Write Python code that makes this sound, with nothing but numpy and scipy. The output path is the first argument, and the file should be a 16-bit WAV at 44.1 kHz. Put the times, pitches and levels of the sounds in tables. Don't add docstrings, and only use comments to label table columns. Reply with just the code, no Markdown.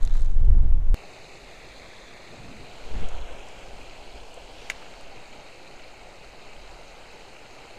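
import sys
import numpy as np
from scipy import signal
from scipy.fft import rfft, irfft
from scipy.io import wavfile
from scipy.ndimage import uniform_filter1d

SR = 44100
rng = np.random.default_rng(int(sys.argv[2]) if len(sys.argv) > 2 else 0)


def log_audio(samples):
    frames = np.atleast_2d(samples).T
    limited = np.clip(frames, -1, 1)
    pcm = np.round(limited * 32767).astype(np.int16)
    wavfile.write(sys.argv[1], SR, pcm)


N = 343098
T = np.arange(N) / SR
POOL_START_S = 0.944


def undb(db):
    return 10 ** (np.asarray(db) / 20)


def unit(x):
    return x / np.sqrt(np.mean(x ** 2))


def curves(rows, at):
    times, *columns = np.transpose(rows)
    return [np.interp(at, times, column) for column in columns]


def colour(x, spectrum):
    hz, db = np.transpose(spectrum)
    f = np.maximum(np.fft.rfftfreq(N, 1 / SR), 1)
    gain = undb(np.interp(np.log(f), np.log(hz), db)) * np.minimum(f / hz[0], 1)
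    return unit(irfft(rfft(x) * gain, N))


def noise(spectrum):
    return colour(rng.standard_normal(N), spectrum)


def steady(x, window_s):
    return x / np.sqrt(uniform_filter1d(x ** 2, int(window_s * SR)) + 1e-9)


def fade(t, t60):
    return np.exp(-np.log(1000) * t / t60)


def swell(peak_s, rise_s, hold_s, fall_s, at=T):
    return undb(-20 * (np.maximum(peak_s - at, 0) / rise_s + np.maximum(at - peak_s - hold_s, 0) / fall_s))


def swells(rows):
    return np.sqrt(sum((undb(db) * swell(s, *shape)) ** 2 for s, db, *shape in rows))


def notch(f, centre_hz, width_hz):
    return np.exp(-np.abs(f - centre_hz) / width_hz)


def add(out, start_s, sound):
    i = int(start_s * SR)
    out[i:i + len(sound)] += sound[:N - i]


def wind():
    # freq_hz, gain_db
    gust_spectrum = [(8, 3), (16, 3.5), (23, 5.5), (35, -12), (55, -15), (100, -30), (200, -45), (500, -74),
                     (2000, -96), (8000, -125)]
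    eddy_spectrum = [(25, 4), (68, 6.5), (110, -10), (180, -23), (350, -33.5), (700, -44), (2000, -64),
                     (8000, -100)]
    # peak_s, level_db, rise_s, hold_s, fall_s
    gusts = [(.03, -15.5, 0.17, 0.18, 0.38), (.42, -11.5, 0.46, 0.14, 0.9), (.72, -15.5, 0.15, 0.02, 0.15),
             (.92, -4.5, 0.055, 0.016, .2)]
    shedding = [(.49, -18.5, 0.19, 0.023, 0.42)]
    buffets = steady(noise(gust_spectrum), window_s=0.084) * swells(gusts)
    eddies = steady(noise(eddy_spectrum), window_s=0.026) * swells(shedding)
    click = np.exp(-np.abs(T - POOL_START_S) / 0.013)
    onset = np.sin(np.pi / 2 * np.minimum(T / 0.02, 1)) ** 2
    return (buffets + eddies) * onset * (1 - click) + undb(-18) * click


def grass():
    # freq_hz, gain_db
    brush_spectrum = [(800, 4), (1300, 5), (1800, 5.5), (2300, -2), (3000, -4), (3900, 3.5), (5100, -8.5),
                      (6600, -2), (9000, -14), (14000, -27)]
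    snap_spectrum = [(800, -17), (1700, -9), (2900, -13), (3900, 9), (5100, -3), (6600, 6), (9000, -2),
                     (14000, -18)]
    # peak_s, level_db, rise_s, hold_s, fall_s
    step = [(.01, -53, 0.025, 0.14, 0.43)]
    # start_s, level_db
    cracks = [(0.03, -35), (0.051, -31), (0.14, -44), (0.169, -33.5), (0.193, -48), (.208, -40),
              (0.218, -38), (0.23, -42), (0.247, -40), (0.2603, -44), (.311, -49), (0.453, -51)]
    t = T[:SR // 20]
    grains_per_s = 720
    crackle = signal.fftconvolve(rng.random(N) < grains_per_s / SR, fade(t, t60=0.0046))[:N]
    snaps = np.zeros(N)
    for start_s, db in cracks:
        add(snaps, start_s, undb(db) / 2 * fade(t, t60=0.011))
    brushing = noise(brush_spectrum) * unit(0.17 + crackle) * swells(step)
    return brushing + noise(snap_spectrum) * snaps


def bubbles(count, cycles, spread_db, rise):
    out = np.zeros(N)
    for when, smallness, luck in rng.random((count, 3)):
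        hz = 350 * 40 ** smallness
        age = np.arange(int(cycles * SR / hz)) * hz / (cycles * SR)
        ring = np.sin(2 * np.pi * cycles * age * (1 + rise * age / 2)) * fade(age, 0.76)
        gain = min(hz, 4500) * undb(-spread_db * np.log(max(luck, 0.01)))
        add(out, when * T[-1], ring * gain)
    return unit(out)


def churn(flicker_db):
    spray = rng.standard_normal(N)
    water = spray + undb(-8.5) * bubbles(count=8000, cycles=44, spread_db=2.0, rise=0.15)
    _, _, cells = signal.stft(unit(water), SR, nperseg=512)
    flicker = uniform_filter1d(rng.standard_normal(cells.shape), size=14, axis=0)
    flicker = uniform_filter1d(flicker, size=9, axis=1)
    return unit(signal.istft(cells * undb(flicker_db * unit(flicker)), SR)[1][:N])


def creek(water):
    # freq_hz, gain_db
    spectrum = [(100, 4.5), (550, -2.5), (850, -5.5), (1500, -15.5), (2300, -18.5), (3800, -24.5),
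                (5000, -32.5), (6400, -28.5), (9000, -34), (15000, -42.5)]
    return undb(-50.5) * colour(water, spectrum)


def weir(water):
    # freq_hz, gain_db
    spectrum = [(100, -4.5), (220, -7), (470, -2), (780, 0.5), (1100, -2.87), (1500, -4), (2300, -7),
                (2900, -11), (4200, -14), (5200, -24), (6700, -22.5), (8200, -27.5), (10500, -37.5),
                (15000, -45)]
    # time_s, level_db, treble_lift_db
    flow = [(.94, -41.5, 1.5), (2.1, -41, 0), (2.55, -44, 3.4), (3.0, -37.5, -3), (3.4, -40.5, 0.5),
            (4.3, -42, 1.5), (6.1, -43.5, 1.3), (7.78, -43.5, 2.5)]
    # time_s, pitch_ratio, strength
    echo = [(.94, 0.97, 0.99), (2.0, 0.78, 0.72), (2.75, 1.01, .85), (3.1, 1.09, 0.76), (3.7, 1.04, 0.8),
            (4.3, 1.11, 1), (4.65, 1.055, 0.74), (5.2, 0.98, 0.7), (7.78, 1.008, 0.73)]
    # centre_hz, share_of_pitch_shift, width_hz, depth_db, share_lost_behind_arm
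    bands = [(1098, 1, 374, 11, 0), (1737, 0.81, 445, 14.5, 0), (2660, 0.64, 140, -2, 0),
             (3465, 0.69, 303, 17, 0.44), (5750, 0.14, 133, 13, 0.4), (9400, 0.57, 500, 1, 0)]
    f, t, cells = signal.stft(colour(water, spectrum), SR, nperseg=1024)
    f = f[:, None]
    level_db, treble_db = curves(flow, t)
    ratio, strength = curves(echo, t)
    db = level_db + treble_db * f ** 2 / (f ** 2 + 1500 ** 2)
    screened = swell(2.74, rise_s=0.31, hold_s=2, fall_s=0.5, at=t)
    for centre_hz, follows, width_hz, depth_db, lost in bands:
        cut_db = strength * (1 - lost * screened) * depth_db
        db -= cut_db * notch(f, centre_hz * ratio ** follows, width_hz)
    reach_s, arm_hz, slide_hz_per_s, arm_depth_db = 2.95, 5220, 1700, 11
    reach = swell(reach_s, rise_s=0.25, hold_s=0.47, fall_s=0.65, at=t)
    db -= reach * arm_depth_db * notch(f, arm_hz - slide_hz_per_s * (t - reach_s), width_hz=400)
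    return signal.istft(cells * undb(db), SR)[1][:N]


def draught():
    # freq_hz, gain_db
    spectrum = [(3, 24.5), (10, 6.5), (22, 3.5), (45, -1.5), (90, -17.5), (200, -59), (1000, -66),
                (8000, -110)]
    # peak_s, level_db
    moves = [(1.0, -45), (2.55, -41.5), (3.25, -35), (3.75, -39), (4.15, -39.5), (4.72, -42), (5.08, -38.5),
             (5.79, -44), (6.55, -41)]
    # peak_s, level_db, rise_s, hold_s, fall_s
    swing = [(2.97, -17.5, 0.14, 0.091, 0.28)]
    rise_s, fall_s, breeze_db = 0.42, 0.59, -47.5
    puffs = swells([(peak_s, db, rise_s, 0, fall_s) for peak_s, db in moves])
    strength = np.hypot(undb(breeze_db), np.hypot(puffs, swells(swing)))
    return steady(noise(spectrum), window_s=0.094) * strength


def sleeve():
    # freq_hz, gain_db
    rub_spectrum = [(30, -2), (90, 0), (240, -4), (380, -12), (800, -21), (2000, -23.5), (7000, -50),
                    (14000, -70)]
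    swish_spectrum = [(1000, -29), (3000, 10), (5600, 5), (8000, -5), (11000, -14), (15000, -23)]
    # peak_s, level_db, rise_s, hold_s, fall_s
    rubs = [(2.35, -46.5, 0.14, 0.26, 0.15), (2.96, -39.5, 0.084, 0.059, .08)]
    swishes = [(2.96, -56, 0.6, .03, 0.37), (4.61, -54, 0.17, 0.061, 0.47)]
    return noise(rub_spectrum) * swells(rubs) + noise(swish_spectrum) * swells(swishes)


def thumps():
    # start_s, level_db, pitch_hz, t60_s
    bumps = [(2.964, -23, 41.7, 0.13), (3.041, -40, 25.2, 0.65), (4.372, -34, 504, 0.048),
             (4.375, -33, 675, 0.044)]
    out, t = np.zeros(N), T[:SR // 2]
    attack = 1 - fade(t, t60=0.016)
    for start_s, db, hz, t60 in bumps:
        add(out, start_s, undb(db) * np.sin(2 * np.pi * hz * t) * fade(t, t60) * attack)
    return out


def reel_ticks():
    # start_s, peak_db, centre_hz
    ticks = [(3.087, -38, 6850), (3.4861, -38.5, 6250), (4.3423, -39, 8150), (4.824, -38, 1400),
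             (5.01, -46, 7350)]
    out, t = np.zeros(N), T[:SR // 10]
    for start_s, db, hz in ticks:
        body = signal.iirpeak(hz, Q=2.2, fs=SR)
        burst = rng.standard_normal(len(t)) * fade(t, t60=0.011)
        tick = signal.lfilter(*body, signal.lfilter(*body, burst))
        add(out, start_s, undb(db) * tick / np.abs(tick).max())
    return out


def bail_snap():
    # start_s, peak_db, treble_lift_db
    contacts = [(4.6986, -26.5, 25), (4.7, -13, -6), (4.7033, -20.5, 9), (4.708, -31, 0), (4.713, -33, -4),
                (4.7182, -29, -8)]
    # pitch_hz, level_db, t60_s
    modes = [(1696, -3, 0.04), (2010, 2.5, 0.015), (2260, 11, 0.01), (2650, 4, 0.01), (3680, -3, .012),
             (6600, -5, 0.012), (6900, -9, 0.011), (8660, -16, 0.0072), (10100, -25, 0.0084),
             (11850, -22, 0.014)]
    # freq_hz, gain_db
    scrape_spectrum = [(500, -11), (1150, -3), (1900, -5), (4000, -12), (7000, -15), (10000, -18),
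                       (15000, -30)]
    out, t = np.zeros(N), T[:SR // 10]
    scrape = noise(scrape_spectrum)
    attack = (1 - fade(t, t60=0.00098)) ** 2
    for start_s, db, treble_db in contacts:
        ring = np.zeros(len(t))
        for hz, mode_db, t60 in modes:
            gain = undb(mode_db + treble_db * (hz > 5000))
            ring += gain * np.sin(2 * np.pi * (hz * t + rng.random() / 4)) * fade(t, t60)
        crack = scrape[int(start_s * SR):][:len(t)] * fade(t, t60=0.024)
        hit = (ring + undb(-6) * crack) * attack
        add(out, start_s, undb(db) * hit / np.abs(hit).max())
    return out


def scene():
    water = churn(flicker_db=0.78)
    bank = wind() + grass() + creek(water)
    pool = weir(water) + draught() + sleeve() + thumps() + bail_snap() + reel_ticks()
    return np.where(T < POOL_START_S, bank, pool)[None]


def record(dry):
    top_hz = 15300
    return signal.sosfilt(signal.ellip(10, 0.1, 80, top_hz, fs=SR, output="sos"), dry)


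dry = scene()
out = record(dry)
log_audio(out)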